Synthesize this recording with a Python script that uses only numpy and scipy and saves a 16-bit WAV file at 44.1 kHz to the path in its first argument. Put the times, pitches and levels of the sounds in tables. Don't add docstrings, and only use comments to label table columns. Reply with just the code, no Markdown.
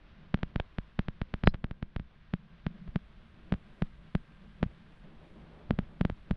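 import sys
import numpy as np
from scipy import signal
from scipy.fft import rfft, irfft
from scipy.io import wavfile
from scipy.ndimage import uniform_filter1d

SR = 44100
rng = np.random.default_rng(int(sys.argv[2]) if len(sys.argv) > 2 else 0)


def store_pcm(level_fs):
    pcm = np.round(np.clip(level_fs, -1, 1) * 32767).astype(np.int16)
    wavfile.write(sys.argv[1], SR, np.atleast_2d(pcm).T)


def field_ratio(decibels):
    return 10 ** (np.asarray(decibels, dtype=float) / 20)


N = 280639
MS = np.arange(-8192, 8192) / SR * 1000

# start_s, roughness_db, wind_db
RIDE = [(0.0, -63, -69), (0.44, -57, -70.5), (0.58, -67.5, -67.5), (0.83, -68.5, -72.5),
        (1.19, -63.5, -72.5), (1.57, -63, -72), (2.02, -67, -74), (2.27, -65.5, -75.5), (2.83, -56, -68.5),
        (2.97, -61.5, -71.5), (3.56, -60, -66.5), (4.16, -60.5, -71), (4.64, -57.5, -67.5),
        (4.96, -61.5, -66.5), (5.35, -58.5, -61.5), (5.61, -58, -61), (5.85, -58, -65.5),
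        (6.36, -66.5, -69)]
# frequency_hz, density_db
TYRE_SPECTRUM = [(300, -30.5), (700, -5), (1100, 1), (1600, 2), (2300, -1), (3500, -4), (4300, -11),
                 (5000, -16.5), (6000, -23.5), (7000, -37), (9000, -56)]
TREMBLE_SPECTRUM = [(80, -49), (115, -24), (135, 1.5), (160, 2.5), (200, -1), (235, -2), (270, -46.5),
                    (400, -61.5)]
RUMBLE_SPECTRUM = [(8, 1.5), (20, 1.5), (50, 1.5), (90, -8), (120, -10), (200, -47), (400, -61.5)]
GUST_SPECTRUM = [(150, -23), (300, 2.5), (450, -4), (600, -3.5), (800, -9.5), (1300, -14.5), (2500, -38),
                 (5000, -62.5)]
SEAL_AIR_SPECTRUM = [(4500, -14), (6000, 5), (9000, 5), (11000, 2), (12500, -30.5)]
# frequency_hz, level_db
SHELL_SPECTRUM = [(150, 9.5), (600, 6), (1000, -0.5), (1600, 1), (2500, -6), (3200, -8), (4000, -15.5),
                  (5000, -25.5), (6300, -40), (8000, -63)]
# frequency_hz, width_hz, level_db
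FRAME_MODES = [(1590, 22, -73), (1040, 84, -79)]
# start_s, tick_db, thump_db, swing_db
WASHBOARD = [(0.3432, -10, -21.5, -15), (0.4316, -13.5, -24.5, -23), (0.5598, -14, -22, -21.5),
             (0.785, -16.5, -24.5, -25), (0.992, -12, -21, -18.5), (1.0844, -17.5, -25, -25.5),
             (1.2163, -16, -22.5, -24), (1.34, -14.5, -25, -24.5), (1.4371, -15, -21.5, -22),
             (1.474, 3, -10.5, -9), (1.5437, -22, -26, -31), (1.6429, -17.5, -24.5, -24),
             (1.7113, -24, -28.5, -31), (1.827, -21.5, -26, -26.1), (1.963, -18.5, -23.5, -28),
             (1.9972, -27, -31.5, -31.5)]
# start_s, tick_db, thump_db, swing_db, ring_db
RUTS = [(2.3377, -16, -27.5, -19, -26), (2.666, -16.5, -27, -21, -28), (2.9593, -16, -25.7, -18, -21),
        (3.5234, -15, -22.5, -17, -25.5), (3.8216, -15.5, -21.5, -19, -24),
        (4.1515, -14.5, -23.5, -17, -22), (4.6293, -13, -24.5, -15.5, -35.5), (5.708, -13, -25.5, -15, -34),
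        (5.7893, -16, -24.5, -18, -25.5), (6.0114, -14, -21.2, -16, -22), (6.051, -14.5, -23, -16.5, -27.5),
        (6.0993, -21, -29, -26, -44), (6.3105, -17, -22, -18, -24.5)]
# start_s, tick_db, direction_sign
REBOUNDS = [(0.375, -36, -1), (0.39, -36, -1), (1.4443, -29, -1), (1.4595, -35, -1), (1.477, -35.5, -1),
            (1.483, -36, -1), (1.5402, -30, -1), (1.5493, -35, -1), (1.5553, -38.5, -1), (1.668, -47, -1),
            (2.877, -37, -1), (2.88, -37.5, -1), (3.54, -22, -1), (4.6378, -23, -1),
            (.5991, -18, -1),
    (.5998, -18, 1),
    (.60008, -17, 1),
    (.60028, -18, -1),
]
# start_s, thump_db, direction_sign
SOFT_JOLTS = [(0.354, -31, 1), (0.3804, -43, 1), (0.603, -22, -1), (1.0945, -32, -1), (1.462, -21.5, -1),
              (1.4719, -25.5, -1), (2.0185, -37, -1), (2.885, -36, -1), (2.8902, -29, -1), (3.545, -44, 1),
              (3.5488, -26, -1), (3.8308, -26, -1), (4.158, -29, -1), (4.6415, -44, 1), (4.6625, -26, 1),
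              (4.6645, -24, -1), (5.698, -31, -1), (5.7387, -24.5, -1), (5.8307, -33, -1),
              (6.1247, -28, -1), (6.3182, -26, -1), (6.3342, -29, -1)]
# start_s, level_db
TOUCHES = [
    (1.449, -61.5),
    (1.459, -52),
    (1.462, -50.5),
    (1.467, -49),
    (1.469, -50),
    (1.478, -55),
    (1.485, -51),
    (1.489, -54),
    (1.494, -56),
    (1.499, -61.5),
]
# pitch_hz, level_db, t60_ms
PART_MODES = [(1620, -7.5, 18), (4100, -3, 34), (4770, -11.5, 45), (5280, -14.5, 60)]
# start_s, level_db, pitch_hz, length_ms
SHIVERS = [
    (2.715, -44, 169, 8.4),
    (2.756, -44.5, 200, 9.7),
    (2.825, -41, 182, 7.9),
    (2.872, -38.5, 169, 7.7),
    (3.535, -33, 151, 3.1),
    (3.5398, -26, 189, 3),
    (4.617, -39.5, 166, 4.8),
    (4.647, -36.5, 172.8, 4.8),
    (5.722, -36, 205, 8),
    (5.805, -41, 194.4, 9),
]


def strikes(times, gains, shape):
    train = np.zeros(N)
    np.add.at(train, np.round(np.asarray(times) * SR).astype(int), gains)
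    return signal.fftconvolve(train, shape)[len(shape) // 2:][:N]


def colour(table, size):
    hz, db = np.transpose(table)
    bins = np.maximum(np.fft.rfftfreq(size, 1 / SR), 1)
    return field_ratio(np.interp(np.log(bins), np.log(hz), db)) * (bins < hz[-1])


def noise(table):
    white = rfft(rng.standard_normal(N + 1))
    x = irfft(white * colour(table, N + 1), N + 1)[:N]
    return x / x.std()


def click(table):
    pulse = np.fft.fftshift(irfft(colour(table, len(MS))))
    return pulse / pulse.max()


def walk(rate_hz):
    k = int(SR / rate_hz)
    held = np.repeat(rng.standard_normal(N // k + 1), k)
    return 1.8 * uniform_filter1d(uniform_filter1d(held, k), k)[:N]


def ring(hz, t60_ms, late_ms=0):
    age = np.maximum(MS - late_ms, 0)
    return np.sin(2 * np.pi * hz * age / 1000) * np.exp(-np.log(1000) * age / t60_ms)


def loose(s):
    return .5 + .5 * np.tanh((s - 3.05) / .25)


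def jolts():
    usual_swing_db, usual_ring_db, ring_per_swing = -18.5, -29, 1.48
    quick = [(*row, usual_ring_db + ring_per_swing * (row[-1] - usual_swing_db)) for row in WASHBOARD]
    return np.transpose(quick + RUTS)


def tyres(db):
    out = noise(TYRE_SPECTRUM) * field_ratio(db + 0.6 * walk(25))
    for hz, width_hz, peak_db in FRAME_MODES:
        resonator = signal.iirpeak(hz, hz / width_hz, SR)
        mode = signal.lfilter(*resonator, rng.standard_normal(N))
        out = out + mode * field_ratio(peak_db + 19 + 1.7 * walk(4.6))
    return out


def grit(db, count=400):
    when, size = rng.random((count, 2)).T
    at = when * (N - 1) / SR
    grain_db = db[(at * SR).astype(int)] + 7 + 6 * size
    return strikes(at, field_ratio(grain_db), click(TYRE_SPECTRUM))


def mount(db):
    s, _, _, swing_db, _ = jolts()
    swell = np.exp(-np.abs(MS - 8) / np.where(MS > 8, 14, 9))
    aftermath = strikes(s, field_ratio(swing_db - 27), swell)
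    return noise(TREMBLE_SPECTRUM) * (field_ratio(db + 1.6 * walk(22)) + aftermath)


def wind(rumble_db, gust_db, seal_db):
    rumble = noise(RUMBLE_SPECTRUM) * (field_ratio(rumble_db + 1.1 * walk(8)) + sway())
    gust = noise(GUST_SPECTRUM) * field_ratio(gust_db + 1.3 * walk(30))
    seal_air = noise(SEAL_AIR_SPECTRUM) * field_ratio(seal_db - 2.5 + 0.95 * walk(16))
    return rumble + gust + seal_air


def contacts(seal_db):
    s, tick_db, _, swing_db, ring_db = jolts()
    extra_ring_db = np.clip(ring_db - swing_db + 9.5, -8, 8)
    wall_db = np.interp(loose(s), (0, 1), (-1.44, 4)) - .3 * loose(s) * extra_ring_db
    sharpness_db = .25 * np.maximum(tick_db + 11, 0)
    edge_db = seal_db + np.interp(np.arange(N) / SR, s, sharpness_db)

    tick = click(SHELL_SPECTRUM) * field_ratio(-2.0)
    wall_band = signal.butter(1, (300, 900), "band", fs=SR, output="sos")
    wall = signal.sosfiltfilt(wall_band, tick)
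    small_s, small_db, way = np.transpose(REBOUNDS)
    train = strikes(small_s, np.sign(way) * field_ratio(small_db), [1]) - strikes(s, field_ratio(tick_db), [1])
    ticks = signal.fftconvolve(train, tick, "same")
    edges = signal.fftconvolve(train * field_ratio(edge_db + 51), click(SEAL_AIR_SPECTRUM), "same")
    slaps = strikes(s, field_ratio(tick_db) * (field_ratio(wall_db) - 1), wall)
    return ticks + edges - slaps


def thump(late_ms):
    squeeze = np.exp(-.5 * ((MS - late_ms) / 1.6) ** 2)
    return signal.lfilter(*signal.butter(2, 11.0, "high", fs=SR), squeeze)


def knocks(seal_db):
    s, _, thump_db, swing_db, ring_db = jolts()
    swing = np.exp(-.5 * ((MS - 1.9) / 2.48) ** 2) * np.cos(2 * np.pi * 0.19 * (MS - 2.9))
    return (contacts(seal_db)
            - strikes(s, field_ratio(thump_db), thump(4.33))
            - strikes(s, field_ratio(swing_db), swing)
            + strikes(s, field_ratio(ring_db), ring(182.6, 34, late_ms=4.904)))


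def sway():
    s, _, thump_db, _, _ = jolts()
    return strikes(s, field_ratio(thump_db - 32), (MS > 0) * np.exp(-np.abs(MS) / 53))


def soft_jolts():
    s, db, way = np.transpose(SOFT_JOLTS)
    return strikes(s, np.sign(way) * field_ratio(db), thump(0))


def rattle():
    onset = 1 - np.exp(-np.maximum(MS, 0) / 1.8)
    out = np.zeros(N)
    for s, touch_db in TOUCHES:
        for hz, mode_db, t60_ms in PART_MODES:
            size, tune = rng.standard_normal(2)
            mode = onset * ring(hz * (1 + 0.015 * tune), t60_ms)
            out += strikes([s], field_ratio(touch_db + mode_db + 5.5 + 3.6 * size), mode)
    return out


def shivers():
    out = np.zeros(N)
    for s, db, hz, length_ms in SHIVERS:
        shape = np.exp(-.5 * (MS / length_ms) ** 2) * np.cos(2 * np.pi * hz * MS / 1000)
        out += strikes([s], field_ratio(db), shape)
    return out


def scene():
    t = np.arange(N) / SR
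    s, rough_db, wind_db = np.transpose(RIDE)
    rough_db, wind_db = np.interp(t, s, rough_db), np.interp(t, s, wind_db)
    dip_db = -6 * (t > 1.5) * np.exp(-((t - 1.5) / 0.65) ** 2)
    tyre_db = -68 + .15 * (rough_db + 60) + dip_db
    rumble_db = -56.5 + 0.25 * (wind_db + 68)
    seal_db = np.interp(loose(t), (0, 1), (-98.5, -90.5)) + .4 * dip_db
    road = tyres(tyre_db) + grit(tyre_db) + mount(rough_db + 0.83)
    air = wind(rumble_db, wind_db + 1.3, seal_db)
    hits = knocks(seal_db) + soft_jolts() + rattle() + shivers()
    return (road + air + hits)[None]


def band_limit(x):
    return signal.sosfilt(signal.butter(12, 11900, fs=SR, output="sos"), x)


def record(dry):
    mix = np.tanh(dry)
    return band_limit(mix)


dry = scene()
out = record(dry)
store_pcm(out)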